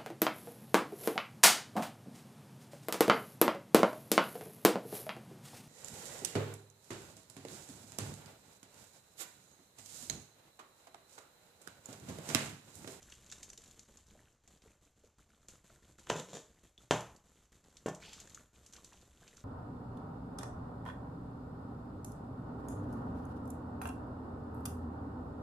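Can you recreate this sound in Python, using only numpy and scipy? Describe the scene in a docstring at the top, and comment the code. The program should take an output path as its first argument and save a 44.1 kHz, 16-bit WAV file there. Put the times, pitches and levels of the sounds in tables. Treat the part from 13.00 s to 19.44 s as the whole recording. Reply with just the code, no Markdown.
"""A metal ladle scoops chicken and greens from a heavy pot of soup into a bowl, in a small kitchen.
From the start broth sloshes and plops, and wet leaves crackle and snap. From 3 to 4 s the ladle knocks,
drags and clinks; pot modes and low room resonances ring after each thud. Near 4.9 s meat lands with a
double thud; then meat slides off the ladle, squeezing out bubbles, and the soup laps on. A close
hand-held microphone with a bright peak hears it all with the short reverberation of the room."""
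import sys
import numpy as np
from scipy import signal
from scipy.fft import rfft, irfft
from scipy.io import wavfile

SR = 44100
rng = np.random.default_rng(int(sys.argv[2]) if len(sys.argv) > 2 else 0)


def materialize(psi):
    """Save the field psi as 16-bit PCM at rate SR to the path in sys.argv[1].

    A 1-D psi becomes a single channel; in a 2-D psi each row is a channel.
    """
    bounded = np.clip(np.atleast_2d(psi).T, -1, 1)
    quanta = np.round(bounded * 32767).astype(np.int16)
    wavfile.write(sys.argv[1], SR, quanta)


N = 284004
TIME = np.arange(N) / SR
# blows of ladle and meat: (time [s], thud [dB], thud pitch [Hz], crack [dB], contact cut-off [Hz])
BLOWS = [(3.07, -53, 895, -50.5, 8000), (3.084, -49, 477, -55, 6000), (3.0983, -31.5, 600, -33, 12100),
         (3.1005, -19.5, 440, -28, 14000), (3.1195, -37.5, 623, -45, 4000), (3.156, -33.5, 380, -49, 4000),
         (3.3305, -42.5, 487, -57, 6000), (3.3680, -45, 497, -58, 6000), (3.9089, -13, 467, -21.5, 14000),
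         (4.8596, -22.5, 318, -34.5, 900), (4.8821, -26, 413, -35, 900)]
# meat sliding off the ladle: (time [s], length [s], level [dB])
SLIDES = [(5.005, 0.22, -64)]
SLIDE_ATTACK_S = 0.019


def undb(db):
    """Decibels to gain."""
    return 10 ** (np.asarray(db) / 20)


def unit(x):
    """Scale to rms 1."""
    return x / np.sqrt(np.mean(x ** 2))


def fade(t, t60_s):
    """Exponential decay, 60 dB down at t60_s."""
    return np.exp(-np.log(1000) * t / np.maximum(t60_s, 1 / SR))


def add(out, start_s, sound):
    """Mix a sound in at start_s."""
    i = max(int(start_s * SR), 0)
    out[i:i + len(sound)] += sound[:N - i]


def colour(x, points, size=4096):
    """Minimum-phase filter through (frequency [Hz], gain [dB]) points."""
    hz, db = np.transpose(points)
    log_hz = np.log(np.fft.rfftfreq(size, 1 / SR) + 1)
    gain = undb(np.interp(log_hz, np.log(hz), db))
    cepstrum = irfft(np.log(gain))
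    cepstrum[1:size // 2] *= 2
    cepstrum[size // 2 + 1:] = 0
    return signal.fftconvolve(x, irfft(np.exp(rfft(cepstrum))))[:len(x)]


def resonate(x, hz, width_hz):
    """One resonance with unit peak gain."""
    return signal.lfilter(*signal.iirpeak(hz, hz / width_hz, fs=SR), x)


def burst(t, t60_s, rise_s=1 / SR):
    """Short decaying noise with a flattened spectrum."""
    shape = fade(t, t60_s) * np.minimum(t / rise_s, 1)
    noise = rng.standard_normal(len(t)) * shape
    for _ in range(5):
        spectrum = rfft(noise)
        noise = irfft(spectrum / np.abs(spectrum), len(t)) * fade(t, 10 * t60_s) * (t < t60_s)
    return noise * np.sqrt(np.sum(shape ** 2) / np.sum(noise ** 2))


def grains(per_s, spread_db):
    """Random impulses, a few much larger than the rest."""
    size = undb(spread_db * np.minimum(rng.exponential(size=N), 4))
    return (rng.random(N) < per_s / SR) * size * rng.choice([-1, 1], N)


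def strokes(rows, attack_s, sag_db_per_s, release_t60_s, level_index=0):
    """Envelope of (time [s], length [s], levels [dB]...) movements: each swells, sags, dies away."""
    power, t = np.zeros(N), TIME[:SR]
    for start_s, length_s, *levels_db in rows:
        held = np.minimum(t / attack_s, 1) * undb(-sag_db_per_s * t)
        release = fade(np.maximum(t - length_s, 0), release_t60_s)
        add(power, start_s, (undb(levels_db[level_index]) * held * release) ** 2)
    return np.sqrt(power)


def bubble(hz, cycles, glide=0.097):
    """An air pocket rings and rises a little; leaves and fat make its pitch unsteady."""
    life_s = cycles / hz  # to -30 dB
    t = TIME[:int(2 * life_s * SR) + 2]
    wobble = 0.16 * np.interp(t * hz, np.arange(200), rng.standard_normal(200))
    pitch_hz = hz * (1 + glide * np.minimum(t / life_s, 2) + wobble)
    envelope = (1 - np.exp(-2 * hz * t)) * fade(t, 2 * life_s)
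    return envelope * np.sin(2 * np.pi * np.cumsum(pitch_hz) / SR)


def background(sloshing, air_db=-86, moving_db=-5.5, rest_db=-75):
    """Still air, and rumble of the hand on the microphone, growing with each movement."""
    # spectra of air and hand: (frequency [Hz], gain [dB])
    air_colour = [(20, -9.5), (60, -11), (130, -15.5), (250, -5.5), (600, -7.5), (2000, -18.5),
                  (13000, -23.5)]
    hand_colour = [(15, -7.5), (35, -5), (62, 0), (100, -9), (200, -30), (600, -72)]
    air = undb(air_db) * unit(colour(rng.standard_normal(N), air_colour))
    rumble = unit(colour(rng.standard_normal(N), hand_colour))
    return air + rumble * np.hypot(undb(moving_db) * sloshing, undb(rest_db))


def slosh(sloshing, gain_db=-7):
    """Broth laps in dull grains."""
    # lapping spectrum: (frequency [Hz], gain [dB])
    broth_colour = [(40, -11), (120, 10.5), (250, 5), (480, 0), (800, -9), (1500, -13), (2500, -26.5),
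                    (6000, -27), (13000, -16)]
    return undb(gain_db) * unit(colour(grains(per_s=450, spread_db=3.5), broth_colour)) * sloshing


def crackle(crackling, gain_db=-5):
    """Wet leaves crackle in fine grains."""
    # leaf spectrum: (frequency [Hz], gain [dB])
    leaf_colour = [(300, -12), (1200, -0.5), (2400, -2.5), (3800, 0), (5500, -7), (8000, 0), (13000, 0)]
    return undb(gain_db) * unit(colour(grains(per_s=1300, spread_db=2.5), leaf_colour)) * crackling


def squelch(sloshing, gain_db=4, range_db=14, count=330):
    """Small bubbles burst among the greens while the soup moves."""
    out = np.zeros(N)
    for when, pitch, weakness in rng.random((count, 3)):
        add(out, when * TIME[-1], undb(-range_db * weakness) * bubble(hz=700 * 7 ** pitch, cycles=8))
    return undb(gain_db) * out * sloshing


def snap(hz, t60_s, edge_ratio=1.75, rise_s=0.0017, tail_db=-13):
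    """A wet film tears: a sharp tick with a weaker, longer tail."""
    t = TIME[:SR // 10]
    band = signal.butter(1, [hz / edge_ratio, hz * edge_ratio], "bandpass", fs=SR, output="sos")
    tear = burst(t, t60_s) + undb(tail_db) * burst(t, 6.6 * t60_s)
    return signal.sosfilt(band, tear * np.minimum(t / rise_s, 1))


def snaps(crackling, loud_gain_db=-7, small_gain_db=16, range_db=9, count=110):
    """Leaves and broth films snap: loud ones at set times, small ones at random while leaves move."""
    # loud snaps: (time [s], level [dB], centre [Hz], t60 [s])
    tears = [(0.0272, -42.5, 6850, 0.011), (0.099, -44, 6730, 0.011), (0.1209, -36.5, 3600, 0.013),
             (0.2987, -42, 5200, 0.016), (0.315, -34, 6390, 0.0094), (0.3229, -30.5, 4900, .015),
             (0.4295, -33, 7000, 0.018), (0.4902, -38, 6820, 0.0077), (0.5005, -29, 5960, 0.0049),
             (0.5315, -34, 6200, 0.0075), (0.5760, -29, 5940, 0.0058), (0.6173, -45, 6300, 0.014),
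             (0.638, -42, 6200, .01), (0.677, -45, 6860, 0.014), (0.7108, -41, 6900, 0.011),
             (0.7920, -43, 6950, 0.021), (0.971, -44, 5610, 0.015), (1.476, -45, 6700, 0.012),
             (1.619, -51, 3200, 0.017), (2.4836, -41.5, 6980, 0.028), (2.994, -44, 6460, 0.016),
             (4.006, -36, 7000, 0.012), (4.162, -49, 7000, .016), (4.7683, -40, 4240, .014),
             (4.8625, -33.5, 7200, 0.017), (4.8850, -33.5, 7570, 0.014), (4.9473, -41, 7200, 0.022),
             (5.1307, -36.5, 4500, 0.028), (5.2003, -33, 6800, 0.011), (5.2727, -45, 5960, 0.0097),
             (5.2956, -43, 6740, 0.011), (5.3455, -36, 6820, 0.015), (5.662, -41.5, 7100, 0.016),
             (5.7250, -43.5, 6080, 0.011), (5.7342, -35, 6600, 0.0095), (5.7638, -37.5, 2600, .015),
             (5.8445, -42, 7200, 0.027), (5.931, -41.5, 2550, 0.013), (6.2776, -40.5, 3040, 0.013),
             (6.3685, -45.5, 5650, 0.018)]
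    loud, small = np.zeros(N), np.zeros(N)
    for start_s, db, hz, t60_s in tears:
        add(loud, start_s, undb(db) * snap(hz, t60_s))
    for when, pitch, weakness in rng.random((count, 3)):
        tick = snap(hz=3000 + 5000 * pitch, t60_s=0.0087)
        add(small, when * TIME[-1], undb(-range_db * weakness) * tick)
    return undb(loud_gain_db) * loud + undb(small_gain_db) * small * crackling


def plops(gain_db=-1):
    """Drips and larger air pockets closing in the broth ring one by one."""
    # bubbles: (time [s], level [dB], pitch [Hz])
    pockets = [(0.086, -56, 1580), (0.1245, -44.5, 2970), (0.322, -48.5, 1600), (0.583, -57, 440),
               (0.895, -58, 480), (1.152, -54.5, 570), (1.192, -57.5, 1760), (1.658, -53.5, 450),
               (2.040, -54.5, 473), (2.702, -57.5, 600), (2.701, -56.5, 1320), (2.986, -55.5, 1380),
               (5.275, -54, 1640), (5.375, -46.5, 1390), (5.784, -54, 1090), (5.926, -54.5, 1060),
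               (6.231, -55, 1520), (6.379, -56, 1170)]
    out = np.zeros(N)
    for start_s, db, hz in pockets:
        add(out, start_s, undb(db + gain_db) * bubble(hz, cycles=9.7))
    return out


def knocks(lag_s=0.001854, width_rad=1.47, crack_t60_s=0.019, rise_s=0.00071):
    """Each blow cracks at the contact and shoves the pot once; soft meat cracks duller than metal."""
    # contact spectrum: (frequency [Hz], gain [dB])
    crack_colour = [(150, -16), (500, -18.5), (1000, 10.5), (1500, 7), (2200, 2), (3100, 5), (4500, -5),
                    (7000, -6.5), (13000, -11.5)]
    out, t = np.zeros(N), TIME[:SR // 5]
    for start_s, thud_db, thud_hz, crack_db, cutoff_hz in BLOWS:
        phase_rad = 2 * np.pi * thud_hz * (t - lag_s)
        # one push and pull of the air
        thud = -np.sin(phase_rad) * np.exp(-(phase_rad / width_rad) ** 2 / 2) * np.minimum(t / rise_s, 1)
        softness = signal.butter(1, cutoff_hz, fs=SR)
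        crack = signal.lfilter(*softness, colour(burst(t, crack_t60_s, rise_s), crack_colour))
        add(out, start_s, undb(thud_db) * thud + undb(crack_db) * crack)
    return out


def room_and_pot_ring(gain_db=-27.5, rise_s=0.0036):
    """Low room resonances and soup-damped pot modes ring briefly after each thud."""
    # low room resonances and pot modes: (frequency [Hz], level [dB], t60 [s])
    modes = [(88.5, -7.5, 0.22), (120.3, 3.5, 0.43), (156.2, 4.5, 0.32), (190.3, -1.5, 0.4),
             (263.5, 2.5, 0.19), (293, -8.5, 0.38), (429, 4, 0.27), (504, -17, 0.12), (595, -15, 0.28),
             (662, -7, 0.25), (730, -36, .45), (785, -1, 0.16), (961, -2.5, 0.27), (1092, -5.5, 0.2),
             (1110, -15, 0.35), (1433, -11.5, .2), (1590, -5, 0.2), (1733, -14, 0.17), (1785, -7.5, 0.22),
             (2233, -15, 0.21), (2765, -11.5, 0.16), (3030, -29.5, .28), (3240, -22, 0.24)]
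    out, t = np.zeros(N), TIME[:SR]
    for start_s, thud_db, *_ in BLOWS:
        # random phases: each blow lands on another spot
        ring = sum(undb(db) * fade(t, t60_s) * np.sin(2 * np.pi * (hz * t + rng.random()))
                   for hz, db, t60_s in modes)
        add(out, start_s, undb(thud_db + gain_db) * ring * np.minimum(t / rise_s, 1))
    return out


def drag(sing_db=-21.5):
    """The ladle's rim sticks and slips on the pot wall; the pot grumbles, the ladle sings."""
    # scrapes up the wall: (time [s], length [s], level [dB])
    scrapes = [(3.085, .02, -51), (3.155, 0.044, -47.5), (3.28, 0.035, -57.5), (3.328, 0.057, -51.5)]
    # scrape spectrum: (frequency [Hz], gain [dB])
    grumble_colour = [(60, -25), (150, 14.5), (300, 3), (520, 9.5), (780, -8), (1600, -10.5), (2500, -13.5),
                      (3500, -8.5), (4700, -14.5), (7000, -12.5), (13000, -18)]
    # rubbed ladle: (frequency [Hz], width [Hz], level [dB])
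    ladle_modes = [(3480, 200, 8), (6700, 330, -2), (7070, 180, 0)]
    slips = grains(per_s=800, spread_db=3)
    sing = sum(undb(db) * resonate(slips, hz, width_hz) for hz, width_hz, db in ladle_modes)
    pressure = strokes(scrapes, attack_s=0.008, sag_db_per_s=47, release_t60_s=0.11)
    return unit(colour(slips, grumble_colour) + undb(sing_db) * sing) * pressure


def clinks(contact_t60_s=0.028, width_hz=170):
    """The touched ladle rings for an instant, damped by its load."""
    # light touches: (time [s], level [dB], pitch [Hz])
    touches = [(3.778, -39, 3440), (5.346, -40, 6800)]
    out, t = np.zeros(N), TIME[:SR // 5]
    for start_s, db, hz in touches:
        add(out, start_s, undb(db) * resonate(burst(t, contact_t60_s), hz, width_hz))
    return out


def slide(gain_db=-2):
    """Meat slithers off the ladle with a grainy hiss."""
    # hiss spectrum: (frequency [Hz], gain [dB])
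    hiss_colour = [(1500, -7), (2300, -8), (2800, -5), (3400, -5), (4500, -1.5), (5700, -8.5), (9000, -22)]
    sliding = strokes(SLIDES, SLIDE_ATTACK_S, sag_db_per_s=31, release_t60_s=0.09)
    return undb(gain_db) * unit(colour(grains(per_s=3400, spread_db=1.5), hiss_colour)) * sliding


def squeeze(level_db=-51, start_hz=2700, rise_hz_per_s=4600, length_s=0.11, t60_s=0.46, count=48):
    """Bubbles shrink as they are squeezed from under the sliding meat: a swarm rising in pitch."""
    out = np.zeros(N)
    for start_s, *_ in SLIDES:
        for delay_s, scatter in zip(length_s * rng.random(count), 0.075 * rng.standard_normal(count)):
            hz = (start_hz + rise_hz_per_s * delay_s) * np.exp(scatter)
            gain = undb(level_db) * fade(delay_s, t60_s)
            add(out, start_s + SLIDE_ATTACK_S + delay_s, gain * bubble(hz, cycles=9.5))
    return out


def kitchen(x, predelay_s=0.004):
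    """Dense reflections from hob, walls and cupboards; the bass dies first."""
    # reverberation: (frequency [Hz], level re input [dB], t60 [s])
    bands = [(60, -0.5, 0.067), (123, 4, 0.14), (231, -12, 0.33), (510, -6, 0.34), (990, -3.5, 0.43),
             (2020, -6, 0.41), (3970, -5, 0.34), (8000, -3.5, 0.35), (13200, -1.5, 0.51)]
    t = TIME[:SR]
    spectrum = rfft(rng.standard_normal(SR))
    log_hz = np.log(np.arange(SR // 2 + 1) + 1)
    log_centres = np.log(np.array(bands)[:, 0])
    response = 0
    for (_, db, t60_s), selector in zip(bands, np.eye(len(bands))):
        band = irfft(spectrum * np.interp(log_hz, log_centres, selector), SR)
        shape = fade(t, t60_s) * (t > predelay_s)
        response = response + undb(db) * band * shape / np.sqrt(np.sum(shape ** 2))
    return signal.fftconvolve(x, response)[:N]


def treble_scatter(mid, cutoff_hz=5100, linewidth_hz=250):
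    """Short waves scatter off hand and bowl and reach the microphone ports with wandering phase."""
    wander_rad = np.cumsum(rng.standard_normal(N)) * np.sqrt(2 * np.pi * linewidth_hz / SR)
    highpass = signal.butter(12, cutoff_hz, "highpass", fs=SR, output="sos")
    treble = signal.sosfilt(highpass, mid)
    return signal.sosfilt(highpass, treble * np.sqrt(2) * np.cos(wander_rad))


def scene(pot_send_db=1, wet_send_db=-3, tick_send_db=-5, side_db=-6):
    """The stove stands straight ahead; only the treble differs between channels."""
    # pushes of the ladle, tips of the bowl: (time [s], length [s], slosh [dB], crackle [dB])
    moves = [(0.0, 0.4, -61.5, -64), (0.315, 0.15, -61, -67.5), (0.48, 0.051, -60.5, -73),
             (0.58, 0.24, -62.5, -66.5), (0.878, 0.13, -64, -68.5), (1.06, .15, -61.5, -71.5),
             (1.24, 0.07, -66, -76.5), (1.435, .03, -71.5, -79), (1.475, 0.079, -65, -70),
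             (1.62, 0.095, -63.5, -71.5), (1.81, 0.05, -65.5, -73), (1.96, 0.04, -70, -78),
             (2.033, 0.01, -62, -72.5), (2.18, 0.025, -62, -71), (2.29, 0.17, -67, -77.5),
             (2.485, .06, -59, -66.5), (2.64, .11, -62, -68.5), (2.82, 0.092, -62.5, -71),
             (2.98, 0.22, -62, -68), (3.44, 0.18, -68, -76.5), (3.63, 0.024, -62.5, -68),
             (3.78, 0.053, -63, -70), (3.92, .24, -60, -73.5), (4.235, 0.2, -66.5, -72.5),
             (4.518, 0.043, -61, -69), (4.635, 0.37, -63.5, -72.5), (5.0, .41, -58, -65),
             (5.53, 0.23, -63, -70.5), (5.725, 0.18, -60, -67.5), (5.92, 0.27, -62, -70.5),
             (6.2, 0.21, -61, -67.5)]
    shape = dict(attack_s=0.0023, sag_db_per_s=6.5, release_t60_s=0.3)
    sloshing = strokes(moves, **shape, level_index=0)
    crackling = strokes(moves, **shape, level_index=1)
    pot = knocks() + drag()
    ticks = snaps(crackling) + clinks()
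    wet = plops() + squelch(sloshing) + slosh(sloshing) + crackle(crackling) + slide() + squeeze()
    room = kitchen(undb(pot_send_db) * pot + undb(wet_send_db) * wet + undb(tick_send_db) * ticks)
    mid = pot + room_and_pot_ring() + ticks + wet + room + background(sloshing)
    side = undb(side_db) * treble_scatter(mid)
    return np.array([mid + side, mid - side])


def record(dry):
    """Bright microphone peak, slightly rounded crests, steep top cut."""
    # microphone response: (frequency [Hz], gain [dB])
    mic_colour = [(20, -5), (100, 0), (3000, 7.5), (5200, 6.5), (6300, 12), (7200, 13), (8200, 5.5),
                  (9500, -3), (11500, 0), (13000, -10)]
    ceiling, top_hz = 0.3, 13300
    bright = np.array([colour(channel, mic_colour) for channel in dry])
    mid = bright.mean(axis=0)
    rounded = ceiling * np.tanh(mid / ceiling) + (bright - mid)
    return signal.sosfilt(signal.ellip(10, 0.2, 70, top_hz, fs=SR, output="sos"), rounded)


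dry = scene()
out = record(dry)
materialize(out)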